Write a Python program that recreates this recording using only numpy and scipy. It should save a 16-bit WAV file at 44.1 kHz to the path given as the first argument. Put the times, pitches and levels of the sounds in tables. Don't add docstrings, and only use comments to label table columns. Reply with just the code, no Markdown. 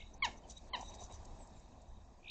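import sys
import numpy as np
from scipy import signal
from scipy.fft import rfft, irfft, next_fast_len
from scipy.io import wavfile
from scipy.ndimage import uniform_filter1d, map_coordinates

SR = 44100
rng = np.random.default_rng(int(sys.argv[2]) if len(sys.argv) > 2 else 0)


def file_out(sig):
    cols = np.atleast_2d(sig).T
    lim = np.clip(cols, -1, 1)
    pcm = np.round(lim * 32767).astype(np.int16)
    wavfile.write(sys.argv[1], SR, pcm)


def volts(x):
    e = np.asarray(x, float) / 20
    return 10 ** e


N = 101429


def unit(x):
    return x / np.sqrt(np.mean(x ** 2) + 1e-20)


def along(points, hz):
    point_hz, value = np.transpose(points)
    return np.interp(np.log(hz + 1), np.log(point_hz + 1), value)


def curves(rows):
    time_s, *columns = np.transpose(rows)
    return [np.interp(np.arange(N) / SR, time_s, column) for column in columns]


def wobble(rate):
    knots = rng.standard_normal(int(N * 400 / SR) + 4)
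    return map_coordinates(knots, [np.arange(N) * min(rate, 399) / SR])


def filtered(x, response):
    size = next_fast_len(N + 8192)
    gain = response(np.fft.rfftfreq(size, 1 / SR))
    return irfft(rfft(x, size) * gain, size)[:N]


def rush(spectrum, patchy_db):
    cells = signal.stft(rng.standard_normal(N), nperseg=512)[2]
    patches = uniform_filter1d(rng.standard_normal(cells.shape), 5, 0)
    patches = uniform_filter1d(patches, 6, 1)
    noise = signal.istft(cells * volts(patchy_db * unit(patches)), nperseg=512)[1][:N]
    return unit(filtered(noise, lambda f: volts(along(spectrum, f))))


def closed(points):
    return [(points[0][0] / 2, -90)] + list(points) + [(points[-1][0] * 1.15, -90)]


def puffs(rows, spectrum, patchy_db, flicker_db):
    t = np.arange(N) / SR
    power = sum(volts(2 * db) * np.exp(-((t - centre) / width) ** 2) for centre, width, db in rows)
    return np.sqrt(power) * volts(flicker_db * wobble(200)) * rush(closed(spectrum), patchy_db)


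# freq_hz, t60_s
GARDEN_DECAY = [(500, .22), (2000, .25), (8000, .2)]


def garden(x):
    hz, t, cells = signal.stft(rng.standard_normal(SR // 2), SR, nperseg=256)
    decay_db = -60 * t / along(GARDEN_DECAY, hz)[:, None]
    tail = signal.istft(cells * volts(decay_db), SR, nperseg=256)[1]
    late = np.pad(x, (300, 0))
    return signal.fftconvolve(late, tail / np.linalg.norm(tail))[:N]


# time_s, hum_db, hiss_db, wind_db
AIR_LEVELS = [(0.0, -65, -70.5, -54.5), (0.15, -66, -76, -58.5), (0.29, -55.5, -63, -51.5),
              (0.38, -61.5, -75.5, -56.5), (0.56, -63.5, -70.5, -58.5), (0.79, -58.5, -69, -53.5),
              (0.93, -58.5, -71.5, -58.5), (1.09, -58, -69.5, -51.5), (1.23, -58.5, -69.5, -50.5),
              (1.47, -62.5, -71.5, -57.5), (1.96, -64.5, -77.5, -58), (2.3, -65.5, -75.5, -60)]
# freq_hz, density_db
HUM_SPECTRUM = [(76, -39), (130, -11.5), (217, -4), (320, -11), (362, -8), (377, -14.5), (502, -12.5),
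                (668, -8.5), (966, -11.5), (1500, -31), (1950, -28), (3300, -120)]
# freq_hz, density_db
HISS_SPECTRUM = [(760, -5), (1300, -13.5), (1720, -5.5), (1950, -12), (2580, -4.5), (2800, -12.5),
                 (3730, -8.5), (5260, -9), (6690, -4.5), (7790, -11.5), (8780, -30), (11400, -56),
                 (19300, -120)]
# freq_hz, density_db
WIND_SPECTRUM = [(8.8, -15), (15, -0.5), (65, -1.5), (100, -8.5), (124, -14), (150, -38.5), (200, -55),
                 (330, -120)]


def air():
    hum_db, hiss_db, wind_db = curves(AIR_LEVELS)
    hum = volts(hum_db + 1.23 * wobble(13.76)) * rush(HUM_SPECTRUM, patchy_db=2.0)
    hiss = volts(hiss_db + 0.44 * wobble(22)) * rush(HISS_SPECTRUM, patchy_db=2.0)
    wind = volts(wind_db + 1.5 * wobble(8.85)) * rush(WIND_SPECTRUM, patchy_db=1.3)
    return hum + hiss + wind


# time_s, level_db
RING_LEVEL = [(0.0, -78.5), (0.76, -97.5), (0.93, -69.5), (1.11, -80), (2.03, -85.5), (2.3, -106)]
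# centre_s, width_s, level_db
RING_BURSTS = [(.075, 0.014, -73), (.545, 0.021, -72), (.574, 0.0091, -57.5), (.797, 0.0028, -55),
               (.83, 0.01, -66), (.875, 0.018, -58), (.915, 0.019, -64), (.992, .006, -65),
               (1.02, .02, -67), (1.12, 0.013, -64.5), (1.975, .004, -73.5)]
# freq_hz, density_db
RING_SPECTRUM = [(3400, -22), (3700, -4.5), (3800, 8.5), (3950, -4.5), (4250, -30)]


def narrow_ring():
    centre_hz, width_hz, flicker_db = 3800, 180, 3.5
    noise = rng.standard_normal(N)
    band = unit(filtered(noise, lambda f: 1 / (1 + ((f - centre_hz) / width_hz) ** 4)))
    sustained = volts(curves(RING_LEVEL)[0] + flicker_db * wobble(59.45)) * band
    return sustained + puffs(RING_BURSTS, RING_SPECTRUM, patchy_db=-0.5, flicker_db=3.0)


# start_s, length_s, pitch_top_time_s, level_db, swell_db_per_s, top_pitch_hz, top_climb_hz_per_s,
# low_pitch_hz, sweeps_per_s
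TRILL_NOTES = [(-.02, .058, .006, -52, -60, 3850, 0, 2600, 47),
               (-.02, .058, .0175, -53, -120, 2950, 0, 2180, 50),
               (2.226, .1, 2.2845, -59, 170, 3600, 3500, 2470, 64.5)]
# start_s, length_s, from_hz, to_hz, level_db
PEEP_NOTES = [(1.385, .07, 7950, 7350, -64), (1.545, .065, 7550, 6900, -73), (1.59, .025, 6300, 5700, -74),
              (1.875, .03, 6300, 5800, -76), (.432, .026, 3250, 2800, -69)]


def songbirds():
    point, wet_db = 1.7, -9
    t, out = np.arange(N) / SR, np.zeros(N)
    for start, length, top, db, swell, high_hz, climb, low_hz, rate in TRILL_NOTES:
        age = np.clip(t - start, 0, length)
        lift = np.abs(np.cos(np.pi * rate * (t - top))) ** (2 * point)
        low = low_hz + .3 * climb * (age - length / 2)
        pitch = low + (high_hz + climb * age - low) * lift + 60 * wobble(150)
        fade = np.clip(np.minimum(t - start, start + length - t) / 0.013, 0, 1)
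        weak_db = 28 * lift * (1 - lift) - 3 * lift + 480 * lift * np.clip(top - t, 0, 1)
        level_db = db + swell * age - weak_db + 2.2 * wobble(200)
        out += fade * volts(level_db) * np.sin(2 * np.pi * np.cumsum(pitch) / SR)
    for start, length, from_hz, to_hz, db in PEEP_NOTES:
        u = np.clip((t - start) / length, 0, 1)
        pitch = from_hz + (to_hz - from_hz) * u + 40 * wobble(170)
        env = volts(db + 2.5 * wobble(90)) * np.sin(np.pi * u)
        out += env * np.sin(2 * np.pi * np.cumsum(pitch) / SR)
    return out + volts(wet_db) * garden(out)


# centre_s, width_s, level_db
SNAP_TIMES = [(.58, .003, -67), (.95, .004, -64), (1.113, .007, -69), (1.228, .005, -74),
              (1.255, .005, -67), (1.362, .005, -67), (1.475, .008, -73), (1.595, .006, -74),
              (1.82, .006, -78)]
# freq_hz, density_db
SNAP_SPECTRUM = [(2000, -7), (3500, -19.5), (5000, -2.5), (6800, 2.5), (7800, 3.5), (8600, -16.5)]


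def feather_snaps():
    return puffs(SNAP_TIMES, SNAP_SPECTRUM, patchy_db=1, flicker_db=6)


# centre_s, width_s, level_db
RESONANCE_BURSTS = [(.143, 0.0062, -63), (.381, 0.007, -64), (.505, .004, -52), (.573, 0.01, -64.5),
                    (.8115, .002, -55), (.823, .003, -62), (.893, 0.0089, -56.5), (.943, 0.0036, -61),
                    (1.008, 0.0062, -62), (1.038, 0.012, -61), (1.143, 0.0053, -71)]
# freq_hz, density_db
RESONANCE_SPECTRUM = [(5300, -36), (5750, -7), (6050, -2), (6400, -11.5), (6900, -24)]


def microphone_resonance():
    return puffs(RESONANCE_BURSTS, RESONANCE_SPECTRUM, patchy_db=-2.0, flicker_db=3.0)


# centre_s, width_s, level_db
LOW_PUFF_TIMES = [(.165, 0.017, -67), (.275, 0.005, -63.5), (.765, 0.023, -49.5), (.46, 0.039, -65),
                  (.815, 0.016, -51), (.915, 0.024, -54.5), (1.015, 0.022, -58), (1.11, 0.0087, -53),
                  (1.22, 0.0085, -89), (1.33, 0.037, -71), (1.41, 0.012, -64.5)]
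# freq_hz, density_db
LOW_PUFF_SPECTRUM = [(120, -21), (250, -3), (450, -1.5), (700, 5), (1000, 4), (1300, -23), (2500, -15),
                     (4000, -26.5)]


def flaps_and_call_body():
    return puffs(LOW_PUFF_TIMES, LOW_PUFF_SPECTRUM, patchy_db=-1.0, flicker_db=3.0)


# centre_s, width_s, level_db
SWISH_TIMES = [(.38, 0.014, -72.5), (.51, 0.015, -51.5), (.812, 0.018, -55.5), (.845, 0.024, -60),
               (.893, 0.035, -60.5), (.947, 0.013, -56.5), (1.01, 0.017, -59), (1.042, 0.018, -56),
               (1.145, .014, -53.5)]
# freq_hz, density_db
FEATHER_SPECTRUM = [(1200, -39), (2500, -23), (3800, -16), (4800, -11.5), (5500, -14), (6000, -0.5),
                    (6500, -12), (7000, -3), (7800, -14), (8600, 9)]


def feather_swishes():
    return puffs(SWISH_TIMES, FEATHER_SPECTRUM, patchy_db=3, flicker_db=2.5)


# start_s, length_s, start_pitch_hz, end_pitch_hz, level_db, sag_over_call_db
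JACKDAW_CALLS = [(.2222, .032, 1135, 910, -33, 0), (.733, .0215, 1060, 930, -34, 4.5)]
# freq_hz, density_db
HOARSE_SPECTRUM = [(700, -9), (1500, -9.5), (2300, -19), (4000, -16), (5200, -3.5), (6800, -7), (8000, -30)]
# freq_hz, gain_db
THROAT_GAIN = [(700, 8.5), (950, 0), (1130, -6), (1750, -1), (1950, -8), (2080, -8), (2200, 6),
               (2700, -4.5), (3100, -3), (3500, -13.5), (3800, -2), (4400, -14.5), (5000, -15),
               (6000, -17.5), (7000, -13), (8000, -65)]
# delay_s, gain_db, dull_above_hz
WALL_ECHOES = [(.024, -9, 1186), (0.04, -38, 3880), (.135, -44, 3000)]


def jackdaws():
    attack_s, release_s, trail_s, trail_db = .0035, .0025, 0.013, -9
    bend, phase_spread, rasp, jitter = 1.3, 1.3, .55, .05
    hoarse_db, garden_db = -16, -13
    t, out = np.arange(N) / SR, np.zeros(N)
    for start, length, from_hz, to_hz, db, sag_db in JACKDAW_CALLS:
        u = np.clip((t - start) / length, 0, 1.7)
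        pitch = from_hz + (to_hz - from_hz) * u ** bend
        phase = 2 * np.pi * np.cumsum(pitch) / SR
        after = np.clip(t - start - length, 0, 1)
        stop = np.exp(-after / release_s)
        trail = volts(trail_db) * np.exp(-after / trail_s) * (1 - stop)
        env = np.clip((t - start) / attack_s, 0, 1) * (stop + trail)
        shake = wobble(300)
        voice = np.zeros(N)
        for k in range(1, 10):
            roughness = rasp * (k > 4) * wobble(360)
            angle = k * phase + phase_spread * k * k + roughness + jitter * k * shake
            voice += volts(along(THROAT_GAIN, k * pitch)) * np.cos(angle)
        breath = rush(closed(HOARSE_SPECTRUM), patchy_db=2) * (1 + np.cos(phase))
        hoarse = volts(hoarse_db) * u * breath
        call = volts(db - sag_db * u) * env * (voice + hoarse)
        out += call + volts(garden_db) * garden(call)
        for delay, gain_db, dull_hz in WALL_ECHOES:
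            late = np.roll(call, round(delay * SR))
            out += volts(gain_db) * filtered(late, lambda f: 1 / (1 + (f / dull_hz) ** 4))
    return out


def scene():
    background = air() + narrow_ring() + songbirds()
    bustle = feather_snaps() + microphone_resonance() + flaps_and_call_body() + feather_swishes()
    return (background + bustle + jackdaws())[None]


def roll_off(x):
    return signal.sosfilt(signal.butter(12, 8930, fs=SR, output="sos"), x)


def record(dry):
    sample_hz, split_hz, image_db = 16000, 4650, -4
    jump_db, lost_before_s, lost_after_s, ramp_s = 14, .042, .027, .006
    x, t = dry[0], np.arange(N) / SR
    half_hz = sample_hz / 2

    middle = filtered(x, lambda f: (f > 800) & (f < 3500))
    level = 10 * np.log10(np.abs(uniform_filter1d(middle ** 2, 220)) + 1e-12)
    jump = (level - np.roll(level, 440) > jump_db) & (level > level.max() - 14) & (t > .05)
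    starts = t[1:][jump[1:] & ~jump[:-1]]
    onsets = [s for k, s in enumerate(starts) if k == 0 or s - starts[k - 1] > .1]
    lost = sum(np.clip(np.minimum(t - s + lost_before_s, s + lost_after_s - t) / ramp_s, 0, 1)
               for s in onsets)

    base = filtered(x, lambda f: f < half_hz)
    folded = 2 * base * np.cos(2 * np.pi * sample_hz * t)

    def image_gain(f):
        fall_db = 60 * np.abs(f / half_hz - 1) ** 1.433 * 8.6
        return (f >= half_hz) * volts(image_db - fall_db)

    full = base + filtered(folded, image_gain)
    treble = filtered(full, lambda f: f > split_hz)
    mix = full - treble * lost
    return roll_off(mix[None])


dry = scene()
out = record(dry)
file_out(out)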